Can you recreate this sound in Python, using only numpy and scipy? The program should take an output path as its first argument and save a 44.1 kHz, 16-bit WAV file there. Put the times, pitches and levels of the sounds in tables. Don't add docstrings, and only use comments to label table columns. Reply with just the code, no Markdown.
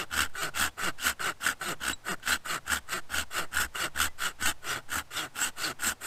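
import sys
import numpy as np
from scipy import signal
from scipy.fft import rfft, irfft, next_fast_len
from scipy.io import wavfile
from scipy.ndimage import uniform_filter1d, map_coordinates

SR = 44100
rng = np.random.default_rng(int(sys.argv[2]) if len(sys.argv) > 2 else 0)


def transcribe(signal):
    frames = np.atleast_2d(signal).T
    limited = np.clip(frames, -1, 1)
    pcm = np.round(limited * 32767).astype(np.int16)
    wavfile.write(sys.argv[1], SR, pcm)


N = 267246

# start_s, length_s, hardest_moment (0-1), bite_db, scrape_db, hiss_db, knock_db,
# landing_db (extra pressure as the teeth land). Scrape, hiss and knock are added to bite_db.
PUSH_STROKES = [(-0.098, 0.1561, 0.33, -29.5, 1.5, -5, -10.5, 3.0),
                (0.325, 0.1829, 0.59, -33.5, -4.5, -7.5, -9, 8),
                (0.758, 0.16, 0.63, -31.5, -4, -8.0, -8.5, 11),
                (1.176, 0.16, 0.618, -31.0, -5.5, -9.5, -10, 11.5),
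                (1.583, 0.17, 0.62, -33.5, -3.5, -5, -5.5, 8.5),
                (2.027, 0.13, 0.63, -31.5, -7.5, -8.0, -6.5, -1),
                (2.425, 0.17, 0.62, -33.0, -5.5, -7, -12, 5.5),
                (2.858, 0.15, 0.648, -32.5, -4.5, -6.0, -11, 4),
                (3.301, 0.17, 0.41, -33.5, -4, -6.5, -8.5, -8),
                (3.724, 0.17, 0.58, -33.5, -2.5, -6, -10, 9.5),
                (4.172, 0.16, 0.4926, -33, -3.5, -6, -16, -3),
                (4.605, 0.21, 0.59, -35.5, -3.5, -7.5, -8.5, 8),
                (5.103, 0.19, 0.393, -35, -2.5, -5.5, -9.5, -6.5),
                (5.545, 0.19, 0.6055, -34, -1, -4.5, -7.5, 7),
                (5.988, 0.1644, 0.653, -34.5, -1, -1.5, -5.5, 6.5)]
# the same columns, then judder_depth (0-1), judder_hz
PULL_STROKES = [(0.092, 0.1902, 0.5475, -28.5, -4, -7, -12, 0, 0.76, 77.66),
                (0.534, 0.17, 0.43, -28.0, -3.5, -4.0, -9.5, -6.5, 0.5, 78.0),
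                (0.974, 0.17, 0.462, -27, -3.5, -3.5, -13.0, -13.5, 0.43, 74.8),
                (1.398, 0.14864, 0.435, -26.5, -5.5, -5, -11.5, -7.5, 0.25, 76.4),
                (1.776, 0.17, 0.674, -33.5, -0.5, -4.5, -8.0, 5.5, 0.75, 65.4),
                (2.216, 0.1673, 0.55, -26.5, -4.0, -5.5, -12, -7.5, 0.38, 76.44),
                (2.64, 0.16, 0.65, -30.5, -4.5, -5, -11.0, 5.5, 0.75, 74.8),
                (3.082, 0.1641, 0.59, -31.5, -1.5, -4.5, -9, 2.5, 0.68, 77.3),
                (3.504, 0.1694, 0.54, -29.0, -5.5, -3.5, -10, -4.5, 0.891, 69.9),
                (3.924, 0.1656, 0.7052, -30.5, -1.5, -2.5, -10, 9, 0.91, 74.2),
                (4.375, 0.16, 0.62, -31, -2.5, -3, -9.5, 0.5, 0.55, 78.0),
                (4.879, 0.15, 0.48, -29.5, -7, -4.5, -10, -5.5, 0.44, 75.6),
                (5.332, 0.18, 0.54, -31, -2.5, -2, -8.5, -3.5, 0.19, 79.1),
                (5.784, 0.16, 0.5236, -29, -4.5, -1, -9.5, -3.5, 0.31, 76.7)]
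def sawing():
    out, stall_db = np.zeros((2, N))
    for start_s, *shape, depth, judder_hz in PULL_STROKES:
        add(out, start_s, pull(shape, depth, judder_hz))
    for start_s, *shape in PUSH_STROKES:
        add(out, start_s, push(shape))
    for snag_s, _ in TOOTH_SNAGS:
        add(stall_db, snag_s - .008, 5 * np.hanning(440))
    return out * amp(-stall_db)


# steepness (a power of effort), lag (share of the stroke), landing_share (of landing_db)
PULL_RESPONSE = [(1.24, 0., 0.973), (1.36, 0.0019, 0.645), (1.73, -.01, 1), (0.71, .06, 1)]
# pitch_hz, level_db
PULL_BITE_TONE = [(650, -77), (1100, -18), (1300, -6), (1410, 0.5), (1450, 1.5), (1740, -7.5),
                  (1870, -10.5), (2300, -19), (2990, -49), (5060, -120)]
PULL_SCRAPE_TONE = [(1350, -23.5), (2300, -9.5), (2450, -12.5), (2660, 1.5), (2820, 1), (3340, -2),
                    (3690, -8.5), (4010, -8), (4340, -9), (5360, -9), (5950, -20), (6200, -17.5),
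                    (8060, -28), (13600, -120)]
PULL_HISS_TONE = [(3650, -34.5), (6200, -11), (8140, 0.5), (8590, -3.5), (9640, -13.5), (12900, -9),
                  (15500, -18.5)]
PULL_KNOCK_TONE = [(88, -12), (150, -23.5), (189, 0), (273, 0), (334, -1.5), (382, -19), (436, -5.5),
                   (533, -10), (822, -0.5), (1100, -7.5), (1430, -20), (2420, -120)]
def pull(shape, depth, judder_hz):
    speed, bite, scrape, hiss, knock = stroke(PULL_RESPONSE, *shape, land_at=.2134, land_spread=.24)
    force = teeth(speed, tooth_hz=680, jitter=.25, uneven_db=2.5, tear_s=.0008, rub=1., click=.5)
    steel = shifting_grip(force, depth_db=2.5, patch_hz=200.2, patch_s=.01445)
    swing = 2 * np.pi * np.cumsum(judder_hz * (1 + .06 * wobble(len(speed), 40))) / SR
    pressure = depth * np.cos(swing)
    cut = amp(-1.35) * bite * colour(force * amp(3.7 * pressure), PULL_BITE_TONE)
    blade = amp(-1.5) * scrape * colour(steel * amp(2.5 * pressure), PULL_SCRAPE_TONE)
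    fibres = amp(.4) * hiss * colour(steel * amp(3.2 * pressure), PULL_HISS_TONE)
    branch = amp(-2.5) * knock * colour(force * amp(2 * pressure), PULL_KNOCK_TONE)
    sway = resonate(np.sin(swing), hz=80, width_hz=18)
    thrum = amp(2) * depth * uniform_filter1d(knock, 900) * sway
    return cut + blade + fibres + branch + thrum


PUSH_RESPONSE = [(1.14, 0.0158, 0.91), (1.67, -.02, 0.5), (1.52, -.04, .6), (0.64, .08, 1)]
# pitch_hz, level_db
PUSH_BITE_TONE = [(650, -24.5), (1100, -13), (1210, -2.5), (1450, 3), (1520, 2.5), (1630, -8.5),
                  (1930, -5.5), (2300, -19.5), (2990, -33.5), (5060, -120)]
PUSH_SCRAPE_TONE = [(1350, -38.5), (2300, -9), (2530, -14), (2830, 0.5), (3080, -10.5), (3340, -5.5),
                    (3830, -14), (4160, -9.5), (6200, -17), (8060, -25), (13600, -120)]
PUSH_HISS_TONE = [(3650, -29.5), (6200, -29.5), (6930, -4), (8270, 1), (9600, -12.5), (12900, -7.5),
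                  (15500, -21.5)]
PUSH_KNOCK_TONE = [(90, -44), (135, -28), (172, 0), (235, -11.5), (335, 1.5), (410, 6), (500, -5.5),
                   (630, 4), (780, 2), (900, -8.5), (1100, -5.5), (1430, -48), (2400, -100)]
GROWL_TONE = [(90, -5.5), (170, 0), (250, 0.5), (350, 4), (480, -4.5), (680, 0.5), (900, -7.5), (1400, -22),
              (2400, -70)]
def push(shape, full_speed_bump_hz=190.25):
    speed, bite, scrape, hiss, knock = stroke(PUSH_RESPONSE, *shape, land_at=.19, land_spread=.09)
    force = teeth(speed, tooth_hz=617, jitter=.3, uneven_db=2.5, tear_s=.0014, rub=.99, click=.5)
    steel = shifting_grip(force, depth_db=3, patch_hz=214, patch_s=.01756)
    cycles = np.cumsum(full_speed_bump_hz * speed * (1 + .025 * wobble(len(speed), 150))) / SR
    bumps = evened(sum(rng.uniform(.55, 1) * np.cos(2 * np.pi * (k * cycles + rng.random()))
                       for k in range(1, 12)))
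    cut = amp(-.5) * bite * colour(force + .061 * bumps, PUSH_BITE_TONE)
    blade = amp(-.5) * scrape * colour(steel, PUSH_SCRAPE_TONE)
    fibres = amp(-1) * hiss * colour(force + .5 * steel, PUSH_HISS_TONE)
    swell = arch(np.linspace(0, 1, len(speed)), top=.74) ** 1.5
    growl = amp(1.5) * knock * swell * colour(bumps, GROWL_TONE)
    branch = amp(-6) * knock * colour(force, PUSH_KNOCK_TONE)
    sway = amp(-15) * knock * evened(resonate(force, hz=100, width_hz=25))
    return cut + blade + fibres + growl + branch + sway


def stroke(response, length_s, hardest, bite_db, scrape_db, hiss_db, knock_db, landing_db,
           land_at, land_spread):
    progress = np.linspace(0, 1, int(length_s * SR))
    top_speed = min(.16 / length_s, 1)
    speed = top_speed * (.5 + .5 * arch(progress, top=.58))
    pressure_db = landing_db * np.exp(-((progress - land_at) / land_spread) ** 2)
    level_db = bite_db + 2 * wobble(len(progress), 54.55)
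    gains = [amp(level_db + part_db + share * pressure_db) * arch(progress, hardest + lag) ** steepness
             for part_db, (steepness, lag, share) in zip((0, scrape_db, hiss_db, knock_db), response)]
    return speed, *gains


def teeth(speed, tooth_hz, jitter, uneven_db, tear_s, rub, click):
    count = len(speed)
    teeth_passed = np.cumsum(tooth_hz * speed * np.exp(jitter * wobble(count, 400))) / SR
    strength = amp(uneven_db * np.clip(rng.standard_normal(count), -2, 2))
    blows = strength * np.diff(np.floor(teeth_passed), prepend=0)
    tearing = evened(signal.lfilter([1], [1, -np.exp(-1 / (tear_s * SR))], blows))
    return evened((rub + tearing) * rng.standard_normal(count) + click * evened(blows))


def shifting_grip(force, depth_db, patch_hz, patch_s):
    hz, t, spectrum = signal.stft(force, SR, nperseg=512, noverlap=384)
    grid = np.meshgrid(hz / patch_hz, t / patch_s, indexing="ij")
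    patches = evened(map_coordinates(rng.standard_normal((256, 64)), grid, order=1, mode="mirror"))
    gain = amp(depth_db * np.clip(patches, -2, 2))
    _, steel = signal.istft(spectrum * gain, SR, nperseg=512, noverlap=384)
    return evened(steel[:len(force)])


# start_s, peak_db
TOOTH_SNAGS = [(.191, -17), (.204, -26.5), (.353, -32), (.55, -35), (.64, -13), (0.792, -32), (.859, -34.5),
               (1.195, -29), (1.464, -14.5), (1.487, -21), (1.612, -34), (1.833, -29), (1.864, -23),
               (1.878, -28), (1.895, -25), (2.083, -21), (2.275, -20), (2.32, -16.5), (2.7, -22),
               (2.889, -32.5), (3.139, -24), (3.538, -26), (3.568, -18), (3.585, -16.5), (3.598, -28.5),
               (3.636, -22), (3.976, -24.5), (4.002, -17), (4.643, -35), (4.915, -36), (4.956, -24),
               (5.82, -29)]
# start_s, peak_db
SLOT_TICKS = [(0.297, -44.5), (1.34, -67), (2.199, -45)]
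# pitch_hz, width_hz, level_db
WOOD_NOTES = [(1502.3, 98, 10), (1647, 76, 2.5), (2910, 495, -3), (3920, 440, -33), (8550, 710, -22)]
def snags_and_ticks():
    out, t = np.zeros(N), np.arange(1200) / SR
    for start_s, peak_db in TOOTH_SNAGS:
        tear = burst(t, fade_s=.00159)
        snag = ring(tear, WOOD_NOTES) + .18 * colour(tear, PULL_HISS_TONE)
        add(out, start_s, amp(peak_db) * snag / abs(snag).max())
    for start_s, peak_db in SLOT_TICKS:
        tap = burst(t, fade_s=.00086)
        tick = colour(tap, PULL_HISS_TONE) + .58 * ring(tap, WOOD_NOTES)
        add(out, start_s, amp(peak_db) * tick / abs(tick).max())
    return out


# start_s, peak_db
BRANCH_JOLTS = [(1.484, -40), (1.899, -31.5), (3.6, -34), (4.478, -32), (4.97, -32.5)]
# pitch_hz, width_hz, level_db
BRANCH_NOTES = [(107.7, 17, -6.5), (189.3, 54, -3), (257, 38, -2.5)]
def jolts():
    out, t = np.zeros(N), np.arange(SR // 6) / SR
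    for start_s, peak_db in BRANCH_JOLTS:
        knock = ring(burst(t, fade_s=.001), BRANCH_NOTES)
        add(out, start_s, amp(peak_db) * knock / abs(knock).max())
    return out


# start_s, length_s, start_hz, end_hz, level_db
TOOTH_SQUEAKS = [(1.643, 0.035, 4170, 3780, -42), (2.297, 0.059, 3970, 4130, -36),
                 (2.493, 0.03, 4350, 4000, -41.5), (2.756, 0.025, 3276, 3440, -41),
                 (3.195, .03, 4100, 4380, -48.5), (4.668, 0.056, 5990, 5800, -44),
                 (5.163, 0.026, 5700, 4670, -40), (5.152, 0.082, 3680, 3140, -36.5),
                 (5.404, .055, 7440, 8156, -29.5), (5.627, 0.048, 4745, 4100, -32.5),
                 (5.846, 0.0596, 8200, 7560, -33)]
def squeaks():
    out = np.zeros(N)
    for start_s, length_s, start_hz, end_hz, level_db in TOOTH_SQUEAKS:
        hz = np.linspace(start_hz, end_hz, int(length_s * SR))
        rubbing = rng.standard_normal(len(hz))
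        squeak = resonate(resonate(rubbing, hz, width_hz=290), hz, width_hz=290)
        add(out, start_s, amp(level_db) * evened(squeak) * signal.windows.tukey(len(hz), .7))
    return out


# start_s, pitch_hz, level_db, ring_s (time to fade by 60 dB)
BLADE_PINGS = [(.69, 3370, -56, 0.126), (1.931, 3922, -26, 0.041), (1.933, 7690, -27, .035),
               (2.324, 3227, -25, 0.071), (4.075, 2012, -41.5, 0.11)]
def pings():
    out, t = np.zeros(N), np.arange(SR // 6) / SR
    onset = 1 - np.exp(-t / .001)
    for start_s, pitch_hz, level_db, ring_s in BLADE_PINGS:
        add(out, start_s, amp(level_db - 60 * t / ring_s) * onset * np.sin(2 * np.pi * pitch_hz * t))
    return out


# middle_s, length_s, level_db (compared with the rasp)
DIGITAL_GLITCHES = [(0.396, 0.037, -1), (1.673, 0.0305, -3), (2.1, 0.034, -2.5), (2.953, 0.0332, -2),
                    (3.589, 0.031, -2.5), (4.441, 0.033, -1.5), (4.488, 0.027, 1), (5.437, 0.029, 0.5)]
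def glitches(rasp, tone_count=36):
    out = rasp.copy()
    for middle_s, length_s, level_db in DIGITAL_GLITCHES:
        start_s = middle_s - length_s / 2
        t = np.arange(int(length_s * SR)) / SR
        part = rasp[round(start_s * SR):][:len(t)]
        hz = np.fft.rfftfreq(len(t), 1 / SR)
        strength = abs(rfft(part * np.hanning(len(t))))
        peaks = signal.find_peaks(strength, distance=5)[0]
        held = peaks[np.argsort(-strength[peaks] * hz[peaks] ** .25)[:tone_count]]
        tones = strength[held] @ np.cos(2 * np.pi * (hz[held, None] * t + rng.random((tone_count, 1))))
        blend = signal.windows.tukey(len(t), .5) * np.pi / 2
        tones_in = amp(level_db) * part.std() * evened(tones) * np.sin(blend)
        rasp_out = .7 * part * (1 - np.cos(blend))
        add(out, start_s, tones_in - rasp_out)
    return out


def tree_echo(sound, fade_s=.207, echoes_per_s=1500):
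    t = np.arange(SR // 2) / SR
    echoes = rng.standard_normal(len(t)) * (rng.random(len(t)) < echoes_per_s / SR)
    fade = (t > .012) * amp(-60 * t / fade_s)
    tail = colour(echoes * fade, [(100, 25.5), (1000, -12), (4000, -2), (14000, -13)])
    return signal.fftconvolve(sound, tail / np.linalg.norm(tail))[:N]


# pitch_hz, level_db
HUSH_TONE = [(40, -50), (100, -5), (200, -19), (420, -18.5), (800, -16), (1400, -20), (2500, -24),
             (8000, -30.5), (15500, -40)]
RUMBLE_TONE = [(2, 22), (6, 21), (14, 3.5), (25, -14), (50, -10), (100, -26), (250, -49), (600, -86)]
# time_s, level_db
GUSTS = [(0.0, -40.5), (0.9, -38.5), (1.3, -43.5), (2.4, -43.5), (3.6, -39.5), (4.6, -35), (5.1, -50),
         (5.449, -47), (6.06, -51.5)]
def air():
    hush = amp(-59) * colour(rng.standard_normal(N), HUSH_TONE)
    gusts = amp(np.interp(np.arange(N) / SR, *np.transpose(GUSTS)))
    return hush + gusts * colour(rng.standard_normal(N), RUMBLE_TONE)


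def amp(db):
    return 10 ** (np.asarray(db) / 20)


def evened(x):
    return x / np.sqrt(np.mean(x ** 2) + 1e-20)


def add(mix, start_s, sound):
    at = round(start_s * SR)
    sound = sound[max(-at, 0):]
    part = mix[max(at, 0):][:len(sound)]
    part += sound[:len(part)]


def colour(x, tone):
    size = next_fast_len(len(x) + 4096)
    hz, db = np.transpose(tone)
    gain = amp(np.interp(np.log(np.fft.rfftfreq(size, 1 / SR) + 1), np.log(hz + 1), db))
    return evened(irfft(rfft(x, size) * gain, size)[:len(x)])


def resonate(x, hz, width_hz):
    turn = np.exp(2j * np.pi * np.cumsum(hz * np.ones(len(x))) / SR)
    decay = np.exp(-np.pi * width_hz / SR)
    return 2 * (turn * signal.lfilter([1 - decay], [1, -decay], x / turn)).real


def ring(x, notes):
    return sum(amp(db) * evened(resonate(resonate(x, hz, width), hz, 5 * width))
               for hz, width, db in notes)


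def burst(t, fade_s):
    return rng.standard_normal(len(t)) * np.exp(-t / fade_s)


def wobble(count, hz):
    points = rng.standard_normal(512)
    return np.interp(np.arange(count) * hz / SR, np.arange(len(points)), points)


def arch(progress, top):
    lean = np.log(.5) / np.log(np.clip(top, .2, .85))
    return np.maximum(np.sin(np.pi * progress ** lean), 0)


def scene():
    saw = glitches(sawing()) + snags_and_ticks() + jolts() + squeaks() + pings()
    return (saw + amp(-24) * tree_echo(saw) + air())[None]


def record(dry, ceiling=.3, cutoff_hz=15600):
    rounded = ceiling * np.tanh(dry / ceiling)
    treble_cut = signal.firwin(511, cutoff_hz, window=("kaiser", 9), fs=SR)
    return signal.oaconvolve(rounded, treble_cut[None], "same")


dry = scene()
out = record(dry)
transcribe(out)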